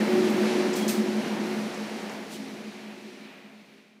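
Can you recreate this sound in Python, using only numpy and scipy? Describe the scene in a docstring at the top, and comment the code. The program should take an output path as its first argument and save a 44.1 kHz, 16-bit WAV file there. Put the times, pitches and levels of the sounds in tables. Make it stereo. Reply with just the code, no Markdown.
"""A pump and a fan run in a concrete dairy barn: from the start, a throbbing low hum and higher multiples
of the shaft speed sit in a broad rush of air. Within the first second come soft rustles, three wet scuffs
on the floor close by, light ticks, a thin squeak and the clink of metal links. The whole din fades away,
the bass first, with two more ticks and two more rustles around the two-second mark.
Near the end a soft hiss comes forward."""
import sys
import numpy as np
from scipy import signal
from scipy.fft import rfft, irfft
from scipy.io import wavfile

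SR = 44100
rng = np.random.default_rng(int(sys.argv[2]) if len(sys.argv) > 2 else 0)


def generate_wav(sig):
    """Save sig (samples, or channels by samples) to the path in sys.argv[1] as 16-bit PCM at SR."""
    pcm = np.round(np.clip(np.atleast_2d(sig).T, -1, 1) * 32767).astype(np.int16)
    wavfile.write(sys.argv[1], SR, pcm)


N = 176400
TIME = np.arange(N) / SR
BINS = np.maximum(np.arange(N // 2 + 1) * SR / N, 1)  # Hz

# Faders of the air rush. Each row: time in seconds, then bass, middle and treble in dB before their trims.
RUSH_FADERS = [(0, -23, -32.5, -40.5), (.42, -23, -32.5, -42.5), (.95, -26, -35.5, -41.5),
               (1.3, -27.5, -36, -45), (1.65, -32, -37.5, -47), (2.05, -35.5, -39.5, -47.5),
               (2.55, -39, -44.5, -52.5), (3.05, -42.5, -51.5, -57), (3.4, -52.5, -55, -63),
               (3.78, -55, -61.5, -67), (4, -62.5, -65, -73)]


def from_db(db):
    """Decibels to gain."""
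    return 10 ** (np.asarray(db) / 20)


def unit_rms(x):
    """Scale to unit power."""
    return x / np.sqrt(np.mean(np.abs(x) ** 2) + 1e-20)


def in_time(rows):
    """Each column after the first as a curve in time."""
    seconds, *columns = np.transpose(rows)
    return [np.interp(TIME, seconds, column) for column in columns]


def in_frequency(rows):
    """Each column after the first as a curve over log frequency."""
    hz, *columns = np.transpose(rows)
    return [np.interp(np.log(BINS), np.log(hz), column) for column in columns]


def drift(rate_hz):
    """A smooth random wobble of unit power, mostly slower than the given rate."""
    return unit_rms(irfft(rfft(rng.standard_normal(N)) / (1 + (BINS / rate_hz) ** 2) ** 2, N))


def pan(db):
    """Channel gains that put the left so many dB above the right."""
    return from_db(np.array([[.5], [-.5]]) * db)


def tilted(eq, db_per_octave):
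    """An EQ curve tipped brighter or darker."""
    return [(hz, db + db_per_octave * np.log2(hz)) for hz, db in eq]


def wide_noise(eq):
    """Noise shaped by an EQ curve, unrelated in the two channels."""
    return unit_rms(irfft(rfft(rng.standard_normal((2, N))) * from_db(in_frequency(eq)[0]), N))


def barn_noise(eq):
    """Fluttering noise: a direct part that reaches the left side late, and a diffuse part off the walls."""
    # Stereo image. Each row: frequency in Hz, direct share of the power from 0 to 1, left over right in dB.
    image = [(60, 1, 1), (210, 0.63, -1), (340, 0.79, 1.5), (645, 0.4, 0.5), (830, 0.41, 0),
             (1230, 0.47, 2.5), (2460, 0.09, 4.5), (5000, 0.12, 4), (7400, 0, 6), (12900, 0.2, -1.5)]
    # Lag of the direct sound. Each row: frequency in Hz, delay on the left in seconds.
    left_lag = [(200, 0.00024), (600, 0.00029), (1000, 0.00042), (2200, 0.00049)]
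    share, balance_db = in_frequency(image)
    delay_s = in_frequency(left_lag)[0] * np.array([[1], [0]])
    direct = rfft(rng.standard_normal(N)) * np.exp(-2j * np.pi * BINS * delay_s)
    diffuse = rfft(rng.standard_normal((2, N)))
    spectrum = (np.sqrt(share) * direct + np.sqrt(1 - share) * diffuse) * pan(balance_db)
    flutter = from_db(1.13 * drift(rate_hz=3.6))
    return unit_rms(irfft(spectrum * from_db(in_frequency(eq)[0]), N)) * flutter


def tone(hz, roughness, width_hz, left_lag_s=0.00024):
    """A tone whose strength and phase waver."""
    waver = unit_rms(1 + roughness * (drift(width_hz) + 1j * drift(width_hz)))
    turns = hz * (TIME - np.array([[left_lag_s], [0]])) + rng.random()
    return np.sqrt(2) * np.real(waver * np.exp(2j * np.pi * turns))


def ring(clicks, hz, t60):
    """Each click sets a dying sine ringing."""
    radius = from_db(-60 / (t60 * SR))
    angle = 2 * np.pi * hz / SR
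    return signal.lfilter([0, np.sin(angle)], [1, -2 * radius * np.cos(angle), radius ** 2], clicks + 1e-18)


def swells(rows):
    """An envelope of bell-shaped rises and falls."""
    return sum(from_db(db) * np.exp(-(2 * (TIME - centre) / length) ** 2) for centre, db, length in rows)


def burst(start, rise, t60):
    """An envelope with a rounded attack and an exponential tail."""
    age = TIME - start
    attack = np.sin(np.pi / 2 * np.clip(age / rise, 0, 1)) ** 2
    return attack * np.exp(-np.log(1000) * np.clip((age - rise) / t60, 0, 2))


def building_drone():
    """The faint, deep drone of the building, the dull bottom of the din."""
    # Fade of the drone. Each row: time in seconds, level in dB.
    fader = [(0, -40), (1.2, -47), (2.2, -51.5), (3, -58.5), (3.7, -63.5), (4, -72)]
    # Its dark colour. Each row: frequency in Hz, relative level in dB.
    eq = [(25, -35), (45, -35), (62, -25), (95, -17.5), (125, -9), (160, 2), (200, 1), (300, -30.5)]
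    return from_db(in_time(fader)[0]) * barn_noise(eq)


def air_rush():
    """The fan's rush in three layers: duct rumble, moving air and its hiss."""
    # Colours of the three layers. Each row: frequency in Hz, relative level in dB.
    rumble_eq = [(100, -54), (160, -24.5), (185, -4.5), (210, -2), (255, 0), (295, -4.5), (345, 2),
                 (385, -1.5), (440, -6), (520, -7.5), (750, -67)]
    air_eq = [(80, -60), (250, -3.5), (450, 0.5), (560, 3), (780, 4), (1000, 2), (1550, -2.5), (2300, -4),
              (3200, -10), (4500, -40.5)]
    hiss_eq = [(200, -60), (1800, -1), (3000, 3.5), (4100, 5.5), (5700, 2), (7500, -5), (10000, -8),
               (11300, -8), (12300, -17), (14500, -28), (15500, -43)]
    bass_db, middle_db, treble_db = in_time(RUSH_FADERS)
    rumble = from_db(bass_db - 6.5) * barn_noise(rumble_eq)
    air = from_db(middle_db + 2.5) * barn_noise(air_eq)
    hiss = from_db(treble_db + 3) * barn_noise(hiss_eq)
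    return rumble + air + hiss


def duct_resonances():
    """Moving air stirs a few narrow resonances of the duct."""
    # Each row: pitch in Hz, width in Hz, starting level in dB over the bass fader, change in dB per second.
    modes = [(198.8, 8.3, -26, 3.5), (219.2, 22, -10, -1.5), (242.9, 4.6, -18.5, -0.5),
             (266.3, 7.5, -20, 3.5), (322.2, 6.1, -11.5, -9)]
    bass_db = in_time(RUSH_FADERS)[0]
    out = 0
    for hz, width_hz, db, slope in modes:
        ringing = irfft(rfft(rng.standard_normal(N)) / (1 + ((BINS - hz) / width_hz) ** 2) ** 2, N)
        out += from_db(bass_db + db + slope * TIME) * unit_rms(ringing)
    return out


def pump_hum(shaft_hz=30.5):
    """The pump hums at multiples of its shaft speed; the lowest throbs unevenly, about six times a second."""
    # Beds under the two main hums. Each row: time in seconds, low hum in dB, upper hum in dB.
    beds = [(0, -38, -31.5), (.17, -46, -32.5), (.6, -40.5, -28), (.9, -43, -35), (1.1, -48, -38),
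            (1.55, -55, -37.5), (2.1, -44, -58), (2.85, -51.5, -53.5), (3.4, -59.5, -59.5), (4, -59.5, -99)]
    # Throbs of the low hum, swells of the upper. Each row: centre in seconds, level in dB, length in seconds.
    throbs = [(.06, -32, .04), (.14, -37, 0.056), (.26, -27.5, 0.033), (0.352, -22, 0.031),
              (0.442, -25.5, 0.08), (.61, -30, 0.053), (0.7, -33, .07), (.83, -24, 0.017),
              (.89, -28, 0.063), (1.008, -22.5, 0.057), (1.09, -35, 0.079), (1.18, -28.5, 0.16),
              (1.335, -29.5, 0.05), (1.45, -31, 0.16), (1.595, -28.5, 0.092), (1.665, -30.5, 0.028),
              (1.80, -35.5, 0.12), (1.935, -37.5, 0.046), (2.09, -60, 0.074), (2.41, -40.5, 0.045),
              (2.596, -45.5, 0.15), (2.69, -40, 0.027), (2.882, -43.5, .11), (3.06, -43, 0.044),
              (3.244, -45.5, 0.057), (3.455, -47, 0.026), (3.57, -51, 0.069)]
    upper_swells = [(.19, -28.5, 0.14), (.385, -27.5, 0.062), (.48, -34, 0.15), (.605, -29, 0.053),
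                    (1.05, -36, .14), (1.51, -44, 0.083)]
    # Weaker harmonics. Each row: starting level in dB over the middle fader, change in dB per second.
    weak_levels = [(-24.5, 4.5), (-12.5, 0), (-10.5, -6), (-9.5, -1.5), (-21.5, 2), (-19.5, 2)]
    weak_orders = (13, 15, 16, 19, 20, 22)
    low_db, upper_db = in_time(beds)
    middle_db = in_time(RUSH_FADERS)[1]
    low = (from_db(low_db) + swells(throbs)) * tone(7 * shaft_hz, roughness=.16, width_hz=14)
    upper = (from_db(upper_db) + swells(upper_swells)) * tone(12 * shaft_hz, roughness=.16, width_hz=12)
    weak = sum(from_db(middle_db + db + slope * TIME) * tone(order * shaft_hz, roughness=.4, width_hz=5)
               for order, (db, slope) in zip(weak_orders, weak_levels))
    return low * pan(db=-2) + upper + weak


def rustles():
    """Something brushes softly nearby: short swells of noise, two darker and later two brighter."""
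    # Each row: centre in seconds, level in dB, length in seconds, tilt in dB per octave.
    brushes = [(0.266, -40, 0.1, -3.5), (0.498, -42.5, 0.097, -5.5), (2.127, -51.5, .06, 5),
               (2.338, -43, 0.073, 5.5)]
    # Colour before the tilt. Each row: frequency in Hz, relative level in dB.
    eq = [(200, -50), (1500, -18), (3000, 10.5), (6000, 0), (9000, -5), (15500, -19)]
    return pan(db=6.5) * sum(swells([(centre, db, length)]) * wide_noise(tilted(eq, tilt))
                             for centre, db, length, tilt in brushes)


def droplets(pops_per_s=1500, pitches=24, ring_cycles=16):
    """Tiny droplets pop at random and ring briefly, spread over many high pitches."""
    out = 0
    for hz in np.geomspace(3900, 14500, pitches):
        pops = (rng.random((2, N)) < pops_per_s / pitches / SR) * rng.standard_normal((2, N))
        out += ring(pops, hz, t60=ring_cycles / hz)
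    return unit_rms(out)


def wet_scuffs():
    """Short grainy swishes on the wet floor, each with its own brightness, and the droplets they stir."""
    # Each row: start in seconds, level in dB, attack in seconds, 60 dB decay in seconds,
    # left over right in dB, tilt in dB per octave.
    strokes = [(.29, -43, 0.0087, 0.11, -1, 6), (.745, -34.5, 0.021, 0.44, 4.5, 1.5),
               (.874, -28, 0.017, 0.32, 2.5, 2.1)]
    # Colour of the swish before the tilt. Each row: frequency in Hz, relative level in dB.
    eq = [(700, -12), (1500, 9), (2500, 9.5), (4000, 9), (6300, 7.5), (9000, 4), (12000, -1.5), (15500, -1)]
    spatter = from_db(-6.5) * droplets()
    grain = unit_rms(from_db(0.5 * drift(rate_hz=330)))
    out = 0
    for start, db, rise, t60, side_db, tilt in strokes:
        swish = grain * wide_noise(tilted(eq, tilt))
        out += from_db(db) * burst(start, rise, t60) * pan(side_db) * (swish + spatter)
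    return out


def ticks():
    """Light contacts off to the left, each a snap of bright noise."""
    # Each row: start in seconds, level in dB.
    contacts = [(.731, -34.5), (0.739, -35), (.781, -40), (0.88, -30), (1.744, -42.5), (2.096, -43)]
    # Colour of a tick. Each row: frequency in Hz, relative level in dB.
    eq = [(2500, -31), (5000, 4), (7200, 6), (8500, -1), (11000, -33)]
    envelope = sum(from_db(db) * burst(start, rise=0.00033, t60=0.033) for start, db in contacts)
    return envelope * wide_noise(eq) * pan(db=10.5)


def squeak():
    """A thin, wavering high tone between the last two scuffs."""
    # Each row: centre in seconds, level in dB, length in seconds.
    swell = [(.81, -43.5, 0.13)]
    return swells(swell) * tone(hz=3290, roughness=0.91, width_hz=63)


def link_clinks(scatter_db=2.5, detune=.006):
    """Metal links knock together in the loudest scuff, each ringing at a slightly different pitch."""
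    # Each row: start in seconds, strength in dB.
    knocks = [(.885, -46), (.889, -43), (0.892, -39), (.901, -45), (0.916, -48)]
    # Modes of a link. Each row: pitch in Hz, relative level in dB, 60 dB decay in seconds.
    modes = [(2430, -4, .05), (3160, -12, .05), (6000, 3, .14), (6490, -8, .16), (8465, -2, .16),
             (9600, -9, 0.18), (11840, 3, .14), (12790, -10, .14)]
    out = np.zeros((2, N))
    for start, db in knocks:
        impulse = np.zeros(N)
        impulse[int(start * SR)] = from_db(db)
        for hz, mode_db, t60 in modes:
            strength = from_db(mode_db + scatter_db * rng.standard_normal((2, 1)))
            polarity = rng.choice([-1, 1], (2, 1))
            detuned_hz = hz * (1 + detune * rng.standard_normal())
            out += strength * polarity * ring(impulse, detuned_hz, t60)
    return out * pan(db=3)


def late_hiss():
    """A soft band of hiss, buried at first, comes forward as the din dies down."""
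    # Rise and fall of the hiss. Each row: time in seconds, level in dB.
    fader = [(0, -57), (2.7, -50.5), (3.2, -50.5), (3.5, -56.5), (3.78, -56), (4, -68)]
    # Its colour. Each row: frequency in Hz, relative level in dB.
    eq = [(150, -70), (900, -12), (1700, -8), (2400, -2.5), (3200, -10), (4200, -14), (7000, -33.5)]
    return from_db(in_time(fader)[0]) * barn_noise(eq) * pan(db=3)


def scene():
    """The fading bed of air and machinery, with the small close sounds on top."""
    bed = building_drone() + air_rush() + duct_resonances() + late_hiss() + pump_hum()
    return bed + wet_scuffs() + squeak() + rustles() + ticks() + link_clinks()


def record(dry, fade_in_s=.003, cutoff_hz=15550):
    """A very short fade-in, then a steep low-pass on the top end."""
    fade_in = np.minimum(TIME / fade_in_s, 1)
    low_pass = signal.ellip(12, .1, 80, cutoff_hz, fs=SR, output="sos")
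    return signal.sosfilt(low_pass, dry * fade_in)


dry = scene()
out = record(dry)
generate_wav(out)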